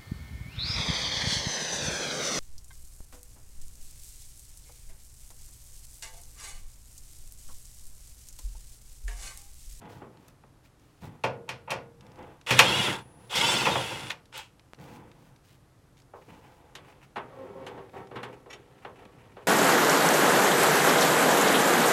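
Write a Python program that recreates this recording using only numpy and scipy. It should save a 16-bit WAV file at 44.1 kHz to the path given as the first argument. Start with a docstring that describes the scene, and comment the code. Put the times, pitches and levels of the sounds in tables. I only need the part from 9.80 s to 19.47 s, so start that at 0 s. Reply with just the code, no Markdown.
"""A cordless impact driver backs a screw out of a washing machine's steel post in a quiet workshop.
The bit knocks onto the screw and the motor runs twice: meshing gears whine and rattle, the thread
cracks loose and grinds, and the driver gives a last short blip. Two hands then push up the sheet-metal
top panel: impacts excite its modes, and stick-slip friction on its brackets scrapes, creaks and groans."""
import sys
import numpy as np
from scipy import signal
from scipy.fft import rfft, irfft, next_fast_len
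from scipy.io import wavfile
from scipy.ndimage import uniform_filter1d

SR = 44100
rng = np.random.default_rng(int(sys.argv[2]) if len(sys.argv) > 2 else 0)


def digitize_waveform(pressure):
    """Quantize a signal to 16-bit integers and store it at the path in sys.argv[1].

    Rows of a 2-D input are taken as channels; values are limited to [-1, 1].
    """
    field = np.atleast_2d(pressure).T
    bounded = np.clip(field, -1, 1)
    quanta = np.round(bounded * 32767).astype(np.int16)
    wavfile.write(sys.argv[1], SR, quanta)


N = 426447
TIME = np.arange(N) / SR
WORKING_HZ = 300   # the motor's field rate at working speed

# Strong modes of the post, the top panel and a bracket: pitch_hz, level_db, t60_s
POST_MODES = [(128, -7.5, 0.5), (201.3, -19.5, 0.5), (256, -13.5, 0.26), (468.4, -13, 0.94),
              (508.5, -10, 0.46), (536, -3.5, 0.28), (602.3, -9.5, 0.25), (677, -9.5, 0.11),
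              (742, -9.5, .2), (887, -3, 0.21), (909, -4.5, 0.14), (965, -1.5, 0.092), (1130, -14.5, 0.2),
              (1196, -14.5, .14), (1443, -8.5, 0.35), (1925, -3.5, 0.17), (2487, -2, .13),
              (2674, -6.5, 0.11), (2775, -5, 0.1), (3200, -10.5, 0.17), (4270, -16, 0.18)]
PANEL_MODES = [(121.3, 2, 0.65), (212, 6.5, 0.13), (262.5, -5.5, 0.82), (382, 5, 0.22), (411, -4.5, 0.76),
               (482.3, 1.5, 0.27), (517, -7.5, 0.69), (850, -7.5, 0.61), (930, -4, 0.28), (1064, -5, 0.37),
               (1130, -6, 0.31), (1130, -19, 0.19), (1320, 1.5, 0.16), (1850, -2, 0.25), (2260, 5.5, 0.1),
               (3430, -8, 0.1)]
BRACKET_MODES = [(2300, -18, 0.32), (2850, -4, 0.4), (3060, 6.5, 0.17), (3620, 0, 0.16), (5570, -11, 0.2),
                 (6300, 1, 0.082), (7430, -7, 0.17)]
# Spectra of the dense modes of post and panel: frequency_hz, density_db
POST_WASH = [(60, -2.5), (125, 5.5), (245, -2), (350, -4), (500, 3.5), (660, 1.5), (900, 4.5), (1200, -2.5),
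             (1900, 1), (2700, 5.5), (3600, -14.5), (4700, -7.5), (6000, -10.5), (9000, -12), (16000, -20)]
PANEL_WASH = [(60, -14), (120, 1), (250, 2.5), (450, 4), (900, 4), (1450, 1.5), (2200, -1), (3200, -3),
              (4500, -9), (6500, -10.5), (10000, -9), (16000, -27)]
# Decay of the steel's dense modes and the room: frequency_hz, t60_s
STEEL_DECAY = [(100, 0.88), (260, 0.73), (700, 0.36), (1500, 0.32), (3000, 0.23), (4500, 0.22),
               (6000, 0.16), (13000, 0.11)]
# Spectrum of sliding friction: frequency_hz, density_db
FRICTION_SPECTRUM = [(1000, -5.5), (2500, 3), (4500, -2), (7000, -5.5), (11000, -10.5), (16000, -9.5)]


def driver(loose_s=2.80, field_cycles_per_turn=29):
    """Load modulation: once loose, the thread binds once a turn, slowing the gears and grinding harder."""
    field_hz = motor_speed()
    turning = TIME > loose_s
    binding = np.cos(2 * np.pi * np.cumsum(field_hz * turning) / (field_cycles_per_turn * SR))
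    sound = gears(field_hz, binding) + turning * thread_grind(field_hz, binding)
    return workshop(sound, wet_db=-16.5, t60_s=0.26)


def motor_speed():
    """A rotating field drives the motor: its rate in Hz, zero outside the two runs."""
    # Speed curves of the two trigger pulls: time_s, field_hz
    first_run = [(2.664, 41), (2.70, 188), (2.76, 172), (2.81, 234), (2.86, 287), (2.89, 306), (2.92, 283),
                 (2.95, 307), (2.99, 315), (3.025, 305), (3.065, 280), (3.11, 207), (3.175, 42),
                 (3.24, 2.84)]
    second_run = [(3.495, 20), (3.53, 195), (3.575, 380), (3.62, 477), (3.66, 497), (3.70, 507),
                  (3.735, 489), (3.78, 441), (3.83, 394), (3.895, 351), (3.991, 308), (4.07, 238),
                  (4.15, 210), (4.235, 140), (4.30, 140), (4.339, 3)]
    return sum(np.interp(TIME, *np.transpose(run), left=0, right=0) for run in (first_run, second_run))


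def effort(field_hz, level_db, decade_db, loose_db):
    """Gain follows speed and load: up decade_db per tenfold speed, down loose_db as the screw comes out."""
    backed_out = np.cumsum(field_hz) / field_hz.sum()
    decades = np.log10(field_hz / WORKING_HZ + 1e-9)
    return from_db(level_db + decade_db * decades - loose_db * backed_out)


def gears(field_hz, binding, mesh_per_cycle=.778, sag=.012, jitter=.006, flutter_db=6.5):
    """Gear meshing: loaded teeth whine at harmonics of the mesh rate, slack ones rattle."""
    # Partials of the whine: mesh_multiple, level_db
    orders = [(6, -4), (7, -6.5), (8, -4), (9, -1.5), (10, -5.5), (11, -8), (12, 1.5), (13, -6), (14, 1),
              (15, -6.5), (16, -1.5), (17, -6), (18, -1), (19, -5.5), (20, -2.5), (22, -3), (24, -2),
              (26, -4.5), (28, -3), (32, -4)]
    # Radiation efficiency of the gear case: frequency_hz, gain_db
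    radiation = [(500, -8), (1500, -7), (2300, -3.5), (2750, -1.5), (3050, -1), (3300, 3.5), (3550, 3),
                 (3850, -8), (4650, -11.5), (5400, -11), (7500, -13.5), (12000, -22)]
    mesh_hz = mesh_per_cycle * field_hz * (1 - sag * binding + jitter * drift(160))
    mesh = 2 * np.pi * np.cumsum(mesh_hz) / SR
    whine = rms_one(sum(from_db(db + flutter_db * drift(70)) * np.sin(round(k) * mesh)
                        for k, db in orders))
    whine = even(colour(whine + resonances(whine), radiation))   # partials flare at each resonance
    whine_share = np.clip(field_hz / WORKING_HZ, 0, 1) * effort(field_hz, 1.5, decade_db=0, loose_db=6)
    field_pulse = 1 + 0.37 * np.cos(mesh / mesh_per_cycle)
    rattle = rms_one(grains(7000, 1.5) * field_pulse * from_db(1.5 * drift(180)))
    teeth = workshop(housing(rattle) + whine_share * whine, wet_db=-9, t60_s=0.15)
    return effort(field_hz, -24.5, decade_db=24, loose_db=11) * even(teeth)


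def housing(x):
    """Radiation from the gear case shapes the spectrum of a rattle."""
    # Radiated spectrum: frequency_hz, density_db
    spectrum = [(180, -29), (300, -10), (511, -1), (645, -9.5), (930, -4), (1230, -8), (1430, -3),
                (1640, -7.5), (2700, -3.5), (4440, -9.5), (5340, -12.5), (7500, -14.5), (9880, -18.5),
                (16000, -30.5)]
    return colour(x + resonances(x), spectrum)


def resonances(x):
    """Resonance of the gear case and bit favours a few pitches."""
    # Resonant peaks: pitch_hz, width_hz, weight_db (halved in use)
    peaks = [(887, 170, 2), (1390, 70, -2), (2080, 30, -5.5), (2656, 70, 3), (2866, 55, 1), (3300, 110, -3),
             (5370, 100, -3.5), (7610, 490, -15), (8620, 56, -19)]
    return sum(from_db(db / 2) * signal.lfilter(*signal.iirpeak(hz, hz / width_hz, fs=SR), x)
               for hz, width_hz, db in peaks)


def thread_grind(field_hz, binding, lag_s=0.058, binding_db=2.5):
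    """Friction in the turning thread drives the post's damped modes with random slips."""
    # Filter on the grinding: frequency_hz, gain_db
    spectrum = [(30, -25), (70, -9.5), (95, -7.5), (125, -4.5), (180, -4), (270, -1), (380, -4), (510, -11),
                (640, -13.5), (930, -8), (1400, -11.5), (2200, -17), (3500, -33.5)]
    slips = grains(900, 2.2) * from_db(7.1 * drift(40))
    post = steel(POST_MODES, POST_WASH, modes_db=-23.5) * np.exp(-TIME[:SR] / 0.028)
    grind = even(colour(excite(slips, post), spectrum))
    pole = np.exp(-1 / (lag_s * SR))   # the screw follows the motor's speed late
    lagged_hz = np.minimum(signal.lfilter([1 - pole], [1, -pole], field_hz), 3 * field_hz)
    return effort(lagged_hz, -29, decade_db=19, loose_db=13) * from_db(binding_db * binding) * grind


def hammer(pitch_hz=3450, width_hz=130, level_db=-44, loudest_at_hz=80):
    """Mechanical play lets the hammer jingle at its resonance while the motor starts and stops."""
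    speed_squared = (motor_speed() / loudest_at_hz) ** 2
    resonator = signal.iirpeak(pitch_hz, pitch_hz / width_hz, fs=SR)
    ring = rms_one(signal.lfilter(*resonator, grains(1500, 1.5)))
    return from_db(level_db) * speed_squared * np.exp(1 - speed_squared) * ring


def inverter(switching_hz=9803, carrier_db=-67.5, press_s=2.665, release_s=4.305):
    """Amplitude modulation: turning under load adds two sidebands to the motor's switching tone."""
    field_hz = motor_speed()
    field_phase = 2 * np.pi * np.cumsum(field_hz) / SR
    trigger = uniform_filter1d(1. * (TIME > press_s) * (TIME < release_s), size=200)
    load = effort(field_hz, -49.5, decade_db=0, loose_db=5.5) * np.minimum(field_hz / WORKING_HZ, 1)
    amplitude = np.sqrt(2) * from_db(carrier_db) + 2 * load * from_db(3 * drift(25)) * np.cos(field_phase)
    return trigger * amplitude * np.sin(2 * np.pi * switching_hz * TIME)


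def driver_blip(start_s=4.52, length_s=0.078, level_db=-42.5):
    """A last short rattle of the driver's mechanism excites the case's resonances, brightest at its peak."""
    burst = strokes([(start_s, length_s, 0)], attack_s=0.04, release_s=0.023)
    hiss = from_db(-18) * burst ** 2 * colour(grains(5000, 3.6), FRICTION_SPECTRUM)
    bite = from_db(-8) * rms_one(band(grains(1500, 2.3), 2600, 3500))
    body = from_db(0.5) * band(housing(grains(4800, 1.6)), 420, 10000)
    return workshop(from_db(level_db) * burst * (body + bite + hiss), wet_db=-6.5, t60_s=0.23)


def post_knocks():
    """Impacts of bit, hammer and screw set the steel post vibrating freely."""
    # Impacts: start_s, level_db, bright_db, thud_db, boom_db, tail_db, build_s
    impacts = [(1.437, -33, 3, -49.5, -43.5, -3, 0.00068), (1.44, -34.5, -8, -36, -28.5, -13, 0.0007),
               (1.676, -61, -11, -51.5, -54, 4, .003), (1.69, -35, 5.5, -48, -48, -10, 0.00086),
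               (1.875, -52.5, -14.5, -55.5, -52.5, -3, .002),
               (1.895, -45.5, -5.5, -58.5, -53.5, -14, 0.0028), (1.904, -36, 8, -38.5, -48.5, 4.5, 0.0007),
               (1.917, -35, -3, -49.5, -37, -12.5, 0.0011), (2.669, -38, 4, -61.5, -51.5, -16.5, 0.001),
               (2.706, -23.5, 6, -27, -33.5, -11.5, .003), (2.784, -28, 2.5, -44.5, -42, -15.5, .002),
               (2.7905, -10, 7.5, -33, -30, -18, 0.0011), (2.798, -15, 5, -31.5, -31, -16.5, .0006),
               (3.553, -42, 20.5, -55, -50, -5, 0.0045), (3.57, -44, 14, -41.5, -47, -10, 0.0032),
               (3.854, -29.5, 5, -51, -36, -14, 0.0037), (3.865, -30, -9, -28, -40, -10, 0.0013),
               (3.953, -33.5, -7, -39, -34.5, -20, 0.0056), (4.11, -50, -7, -38, -55, -2, .006),
               (4.302, -34.5, 5.5, -79, -71, -20, 0.00044), (4.315, -47.5, 14, -68, -51, -22, .0005)]
    return blows(impacts, POST_MODES, POST_WASH, STEEL_DECAY, modes_db=-7.5, top_db=-9.5, dulling=1.6)


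def panel_knocks():
    """Impacts on the brackets excite the top panel's modes, which the hands damp."""
    # Impacts: start_s, level_db, bright_db, thud_db, boom_db, tail_db, build_s
    impacts = [(0.217, -62.5, -16, -47.5, -50.5, -11, 0.0018), (0.636, -67, -12, -59.5, -62, -17, .001),
               (6.335, -66, -19.5, -71, -48.5, -2, 0.0013), (6.952, -46, 9, -70, -53, -5, 0.0004),
               (7.358, -42.5, -5, -57, -48, -8, 0.0035), (7.366, -41.5, -6, -43, -42.5, -13, 0.0055),
               (7.864, -45, 2.5, -56, -46, -13.5, 0.007), (7.975, -56, -5, -70, -44.5, -3, 0.0055),
               (8.312, -56, -7, -50, -46, -2, .001), (8.355, -44.5, -3, -40, -55, 14, 0.0068),
               (8.43, -41, 1, -54, -52, -11.5, 0.0034), (8.658, -63, -7, -62.5, -48, 22, 0.0015),
               (8.704, -51, 5, -63, -56, -5, .0015), (8.729, -52, 6.5, -59, -49, -5, 0.0032),
               (9.048, -45.5, -5, -56, -45.5, -12.5, 0.0018), (9.252, -56, 5, -54, -58, -32, .0015),
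               (9.567, -55, -5.5, -65.5, -47, -4, 0.0009)]
    # Decay of the held panel: frequency_hz, t60_s
    decay = [(100, 0.53), (260, 0.84), (700, 0.23), (1500, 0.28), (3000, 0.2), (4500, 0.098),
             (13000, 0.084)]
    return blows(impacts, PANEL_MODES, PANEL_WASH, decay, modes_db=-19, top_db=-11, dulling=0.22)


def lifting(attack_s=0.0099, release_s=0.084, ring_share=0.44, grit_db=-64):
    """Forced vibration: the rising panel rings in its modes as its edge scrapes over the brackets."""
    # Pushes of the hands: start_s, length_s, level_db, relative_rumble_db
    pushes = [(6.95, 0.28, -64, 0), (7.42, 0.17, -51.5, -11), (7.58, 0.4, -50, -10),
              (7.76, 0.25, -49.5, -7.5), (8.131, 0.06, -44.5, -9.5), (8.339, 0.16, -47.5, -22),
              (8.68, 0.19, -60.5, -21), (8.9, 0.35, -62, 0), (9.17, 0.094, -53.5, -14),
              (9.338, 0.45, -61, 2)]
    # Filter on the panel's drone: frequency_hz, gain_db
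    drone = [(150, -29), (260, -5.5), (400, 2), (530, 0), (620, -0.5), (850, -0.5), (1400, -6.5),
             (2500, -12.5), (3500, -13.5), (4800, -25), (8000, -60.5)]
    scrape = colour(excite(grains(1200, 6.0), steel(PANEL_MODES, PANEL_WASH, modes_db=-18.5)), drone)
    ring = colour(excite(grains(400, 2.1), ringing(PANEL_MODES)), drone)
    body = even(even(scrape) + ring_share * even(ring))
    moving = strokes([(s, length_s, 0) for s, length_s, *_ in pushes], attack_s, release_s)
    grit = from_db(grit_db) * band(grains(1500, 3.0), 1500, 3400) * from_db(3 * drift(24))
    return moving * grit + sliding(pushes, body, attack_s, release_s, hiss_db=-71)


def groans(sharp=0.045, settle_s=0.032, waver=0.0068, rough_db=3.5):
    """Periodic stick-slip gives harmonic groans that start sharp and sink as the panel gives way."""
    # Groans of the panel's edge: start_s, length_s, level_db, slip_hz
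    events = [(7.49, 0.05, -58, 273), (7.563, 0.055, -45, 262.2), (7.636, 0.03, -50, 179.4),
              (7.685, 0.071, -51, 195.6), (7.748, 0.05, -46, 263.3), (7.871, 0.03, -51.5, 264),
              (7.956, 0.026, -50, 193.7), (8.152, 0.048, -46, 191.2), (8.273, 0.06, -64, 187)]
    # Their partials: slip_multiple, level_db
    harmonics = [(1, -9), (2, -0.5), (3, -15), (4, -15), (5, -23)]
    out, size = np.zeros(N), SR // 2
    unsteady, rough = 1 + waver * drift(70), from_db(rough_db * drift(45))
    sink = 1 + sharp * np.exp(-TIME[:size] / settle_s)
    for start_s, length_s, level_db, slip_hz in events:
        span = slice(round(start_s * SR), round(start_s * SR) + size)
        phase = 2 * np.pi * np.cumsum(slip_hz * unsteady[span] * sink) / SR
        tone = sum(from_db(db) * np.sin(round(k) * phase + rng.uniform(0, 2 * np.pi))
                   for k, db in harmonics)
        envelope = strokes([(start_s, length_s, level_db)], attack_s=0.013, release_s=0.075)
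        out[span] += rms_one(tone) * rough[span] * envelope[span]
    return out


def creaks(slips_per_s=420, uneven=0.3, ring_s=0.004, ring_db=-17):
    """Irregular stick-slip: the panel's edge catches and lets go, each slip briefly ringing a bracket."""
    # Runs of slips: start_s, length_s, level_db
    runs = [(6.414, 0.013, -58), (6.483, 0.023, -56), (6.532, 0.018, -60.5), (6.62, 0.05, -63),
            (7.04, 0.024, -61), (7.078, 0.03, -58), (7.118, 0.012, -60.5), (7.208, 0.026, -59.5),
            (7.232, 0.014, -58.5), (8.165, 0.017, -54), (8.526, 0.016, -53.5), (8.978, 0.012, -61),
            (9.02, 0.02, -59), (9.156, 0.013, -57), (9.186, 0.013, -56), (9.32, 0.017, -64),
            (9.382, 0.041, -61.5), (9.494, 0.011, -63), (9.516, 0.0089, -60.5), (9.618, 0.017, -59)]
    # Creak spectrum: frequency_hz, density_db
    spectrum = [(300, -16), (800, 9), (1500, 4), (2600, 6), (3300, -6), (4300, -12.5), (6000, -13),
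                (9000, -16.5), (16000, -26)]
    travel = np.cumsum(slips_per_s * np.exp(uneven * drift(300))) / SR
    slips = np.diff(np.floor(travel), prepend=0) * from_db(3.7 * drift(500)) * rng.choice([-1, 1], N)
    ring = excite(slips, ringing(BRACKET_MODES) * np.exp(-TIME[:SR] / ring_s))
    grit = even(colour(rms_one(slips) + from_db(ring_db) * rms_one(ring), spectrum))
    return workshop(strokes(runs, attack_s=0.0033, release_s=0.0062) * grit, wet_db=-9, t60_s=0.18)


def chinks(damping_s=0.034):
    """Damped free vibration: a thin bracket rings high and the hands soon still it."""
    # Contacts on a bracket's edge: start_s, peak_db
    contacts = [(6.952, -39.5), (7.866, -42.5), (8.431, -52), (8.707, -54), (8.73, -40)]
    out = np.zeros(N)
    for start_s, peak_db in contacts:
        ring = ringing(BRACKET_MODES) * np.exp(-TIME[:SR] / damping_s)
        add(out, start_s, from_db(peak_db) * ring / np.abs(ring).max())
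    return out


def squeaks(length_s=0.012, waver=0.018):
    """Fast stick-slip of steel on steel gives short, wavering chirps."""
    # Slips of a bracket's edge: start_s, level_db
    slips = [(8.698, -46), (8.725, -45.5)]
    # Squeak partials: pitch_hz, level_db
    partials = [(1950, -3), (2300, -2), (2650, -5.5), (3500, -12), (5560, -6), (6700, -10)]
    phase_per_hz = 2 * np.pi * np.cumsum(1 + waver * drift(300)) / SR
    tone = sum(from_db(db) * np.sin(hz * phase_per_hz) for hz, db in partials)
    return tone * strokes([(s, length_s, db) for s, db in slips], attack_s=0.0073, release_s=0.012)


def ticks(decay_s=0.0027, tail_s=0.049, trim_db=-1.5):
    """Brief contacts of screw, bit and fingers radiate broadband snaps with a faint tail."""
    # Light contacts: start_s, level_db, pitch_hz (near the top of the noise band)
    contacts = [(0.017, -43, 3120), (0.055, -43, 3140), (0.372, -46.5, 4280), (0.482, -41.5, 16500),
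                (0.486, -50, 3470), (0.996, -55, 7000), (2.2084, -44.5, 6000), (2.266, -48, 6460),
                (2.318, -48, 6300), (2.358, -46.5, 6170), (2.39, -52, 6500), (2.4274, -49.5, 6400),
                (2.613, -41.5, 5470), (4.306, -16.5, 3400), (4.315, -30, 4210), (4.456, -46.5, 6960),
                (4.527, -36, 3800), (4.577, -30.5, 17000), (4.7954, -42.5, 4250), (4.946, -44, 5000),
                (4.988, -48, 4050), (4.999, -50, 8000), (5.022, -52, 7500), (5.3155, -44.5, 4230),
                (5.5613, -49, 6400), (6.1707, -49, 7000), (6.178, -52, 7000), (6.189, -54, 6480),
                (6.2007, -51, 7000), (6.2195, -50, 6430), (8.095, -46.5, 2950), (8.272, -44, 5040),
                (8.404, -47, 3500)]
    out, t = np.zeros(N), TIME[:SR // 10]
    envelope = np.exp(-t / decay_s) + from_db(-26.5) * np.exp(-t / tail_s)
    for start_s, level_db, hz in contacts:
        snap = band(rng.standard_normal(len(t)) * envelope, hz / 5, hz * 0.93)
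        add(out, start_s, from_db(level_db + trim_db) * snap / np.abs(snap).max())
    return out


def pop(start_s=4.9345, peak_db=-28, rise_s=0.00009):
    """A single pressure pulse that excites no resonance."""
    out, age = np.zeros(N), TIME[:SR // 10] / rise_s
    add(out, start_s, -from_db(peak_db) * age * np.exp(1 - age))
    return out


def rubbing():
    """Friction of hands and tool drives the cabinet's dense modes, which answer dully."""
    # Rubs: start_s, length_s, level_db, relative_rumble_db
    rubs = [(0.0, 0.17, -50, -0.5), (0.28, 0.22, -63.5, 0), (1.21, 0.043, -48.5, 5.5),
            (2.2, 0.16, -57, 0.5), (2.37, 0.073, -47, -2), (3.17, 0.32, -60, 0), (4.97, 0.25, -51.5, 1.5),
            (5.3, 0.18, -63.5, -1), (6.465, 0.068, -53, 0), (6.62, 0.5, -59, -16)]
    # Filter on the cabinet's response: frequency_hz, gain_db
    spectrum = [(150, -19.5), (250, -6.5), (450, -2), (700, -6), (880, -3), (1300, -10.5), (2200, -13.5),
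                (3400, -16.5), (4800, -38), (8000, -61)]
    cabinet = colour(excite(grains(600, 4.146), wash(PANEL_WASH, STEEL_DECAY)), spectrum)
    return sliding(rubs, even(cabinet), attack_s=0.0265, release_s=0.08, hiss_db=-73)


def hisses():
    """Friction noise: soft brushing hisses, plus the bright hiss of the driver's last blip."""
    # Bursts of hiss: start_s, length_s, level_db
    bursts = [(0.08, 0.11, -62.5), (0.38, 0.13, -71), (0.83, 0.03, -63.5), (0.98, 0.21, -71),
              (1.2, 0.064, -58), (2.44, 0.088, -82), (3.38, 0.12, -69), (4.56, 0.016, -44),
              (4.99, 0.18, -62), (5.34, 0.15, -72), (5.63, 0.12, -65), (6.16, 0.041, -69),
              (6.335, 0.45, -69.5), (7.05, 0.072, -71), (7.215, 0.024, -64), (8.1, 0.1, -69.5)]
    return strokes(bursts, attack_s=0.023, release_s=0.016) * friction()


def workshop(x, wet_db, t60_s):
    """Early reflections off benches and the machine's panels decay exponentially."""
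    t = TIME[:SR // 2]
    echoes = rng.standard_normal(len(t)) * from_db(-60 * t / t60_s) * (t > .002)
    return x + from_db(wet_db) * excite(x, echoes / np.linalg.norm(echoes))


def room_air(level_db=-59.5):
    """The ambient noise floor: steady and strongest in the bass."""
    # Room spectrum: frequency_hz, density_db
    spectrum = [(15, -28.5), (25, -5.5), (49, -3.5), (84, -3.5), (130, 2), (212, -12.5), (301, -7.5),
                (394, -13.5), (1290, -20), (2160, -27), (3340, -30), (6740, -33), (10100, -34),
                (11600, -34.5), (16000, -48.5)]
    return from_db(level_db) * colour(rng.standard_normal(N), spectrum)


def blows(impacts, modes, spectrum, decay, modes_db, top_db, dulling, hard_db=7):
    """Impact excitation: each contact builds, cracks and rings; harder ones favour the upper registers."""
    # Decay of the first burst: frequency_hz, t60_s
    crack_decay = [(100, 0.082), (700, 0.025), (2500, 0.054), (5000, 0.008), (13000, 0.014)]
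    out, edges_hz = np.zeros(N), (80, 350, 650, 1200, 3500, 6500, 15000)
    # blows alternate between two random variants of the same steel ring
    variants = np.array([(wash(spectrum, crack_decay), steel(modes, spectrum, modes_db, decay))
                         for _ in range(2)])
    registers = [band(variants, low, high) for low, high in zip(edges_hz, edges_hz[1:])]
    for k, (start_s, level_db, bright_db, thud_db, boom_db, tail_db, build_s) in enumerate(impacts):
        onset = 1 - np.exp(-TIME[:SR] / max(build_s, 1e-4))
        treble_db = level_db + bright_db + top_db
        sheen_db = treble_db - 6.5 - dulling * max(hard_db - bright_db, 0)
        for j, db in enumerate((thud_db, boom_db, level_db - bright_db, level_db, treble_db, sheen_db)):
            crack, tail = registers[j][k % 2]
            part = (-1) ** j * onset * (crack + from_db(tail_db) * tail)
            peak_rms = np.sqrt(uniform_filter1d(part ** 2, size=300).max())
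            add(out, start_s, from_db(db) * part / peak_rms)
    return out


def sliding(moves, body, attack_s, release_s, hiss_db, uneven_db=1.5):
    """Sliding friction sounds the body, shakes the cabinet and hisses at the contact."""
    # Cabinet rumble: frequency_hz, density_db
    rumble = [(30, -32), (70, -7), (125, 2.5), (210, -4), (300, -10), (600, -53.5)]
    force = strokes([move[:3] for move in moves], attack_s, release_s)
    shakes = [(s, length_s, db + rumble_db) for s, length_s, db, rumble_db in moves]
    hiss = from_db(hiss_db) * np.sqrt(force / force.max()) * friction()
    contact = from_db(uneven_db * drift(26)) * (force * body + hiss)
    return contact + strokes(shakes, attack_s, release_s) * colour(rng.standard_normal(N), rumble)


def friction():
    """Many tiny slips merge into an uneven hiss; rms 1."""
    return colour(grains(5000, 3.9) * from_db(2 * drift(24)), FRICTION_SPECTRUM)


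def steel(modes, spectrum, modes_db, decay=STEEL_DECAY):
    """Impulse response of a steel part: strong modes over the dense wash."""
    return wash(spectrum, decay) + from_db(modes_db) * ringing(modes)


def wash(spectrum, decay):
    """Modal overlap: modes too dense to tell apart act as noise bands, each dying at its own rate."""
    out, edges_hz = np.zeros(SR), np.geomspace(60, 19000, 25)
    for low, high in zip(edges_hz, edges_hz[1:]):
        centre_hz = np.sqrt(low * high)
        fade = np.exp(-np.minimum(np.log(1000) * TIME[:SR] / at_hz(decay, centre_hz), 20))
        out += band(rng.standard_normal(SR), low, high) * from_db(at_hz(spectrum, centre_hz)) * fade
    return out


def ringing(modes):
    """Modal superposition: a struck part rings as a sum of damped sinusoids."""
    t = TIME[:SR]
    return sum(rng.choice([-1, 1]) * from_db(db - 60 * t / t60_s) * np.sin(2 * np.pi * hz * t)
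               for hz, db, t60_s in modes)


def strokes(moves, attack_s, release_s):
    """Envelope of movements that rise, hold and die away; overlaps add in power."""
    power, t = np.zeros(N), TIME[:SR]
    for start_s, length_s, level_db in moves:
        shape = np.minimum(t / attack_s, 1) * np.exp(-np.maximum(t - length_s, 0) / release_s)
        add(power, start_s, (from_db(level_db) * shape) ** 2)
    return np.sqrt(power)


def grains(per_s, spread_db):
    """A Poisson train of slips of uneven size; rms 1."""
    luck = rng.random(N) * SR / per_s
    slip = np.flatnonzero(luck < 1)
    out = np.zeros(N)
    out[slip] = from_db(spread_db * np.minimum(-np.log(luck[slip]), 4)) * (-1.) ** slip
    return rms_one(out)


def drift(rate_hz):
    """Random fluctuation with a spread near 1."""
    return np.interp(TIME * rate_hz, np.arange(4000), rng.standard_normal(4000))


def excite(x, response):
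    """Convolution gives a linear system's answer to x."""
    return signal.fftconvolve(x, response)[:N]


def colour(x, spectrum):
    """Filter by a smooth spectrum; rms 1."""
    size = next_fast_len(N, True)
    gain = from_db(at_hz(spectrum, np.fft.rfftfreq(size, 1 / SR)))
    return rms_one(irfft(rfft(x, size) * gain, size)[:N])


def band(x, low_hz, high_hz):
    """Causal band-pass."""
    return signal.sosfilt(signal.butter(2, [low_hz, high_hz], "band", fs=SR, output="sos"), x)


def at_hz(points, hz):
    """Read a table on a log-frequency axis."""
    frequency_hz, value = np.transpose(points)
    return np.interp(np.log(np.maximum(hz, 1)), np.log(frequency_hz), value)


def even(x):
    """Hold the short-term rms at 1."""
    return x / np.sqrt(np.abs(uniform_filter1d(x ** 2, size=2205)) + 1e-9)


def rms_one(x):
    """Scale to unit rms."""
    return x / np.sqrt(np.mean(x ** 2) + 1e-20)


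def from_db(db):
    """Decibels to gain."""
    return 10 ** (np.asarray(db) / 20)


def add(out, start_s, sound):
    """Mix a sound in at start_s."""
    i = max(round(start_s * SR), 0)
    out[i:i + len(sound)] += sound[:N - i]


def scene():
    """Superposition of tool, steel and room air at one point."""
    knocks = post_knocks() + panel_knocks()
    air = room_air()
    contacts = chinks() + creaks() + squeaks() + pop() + ticks()
    tool = driver() + hammer() + inverter() + driver_blip()
    scrapes = rubbing() + lifting() + groans() + hisses()
    return (tool + knocks + contacts + scrapes + air)[None]


def record(dry, ceiling=.95, cutoff_hz=15900):
    """Soft saturation rounds the loudest peaks and a steep low-pass cuts the top."""
    low_pass = signal.ellip(10, .1, 70, cutoff_hz, fs=SR, output="sos")
    return signal.sosfilt(low_pass, ceiling * np.tanh(dry / ceiling))


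dry = scene()
out = record(dry)
digitize_waveform(out)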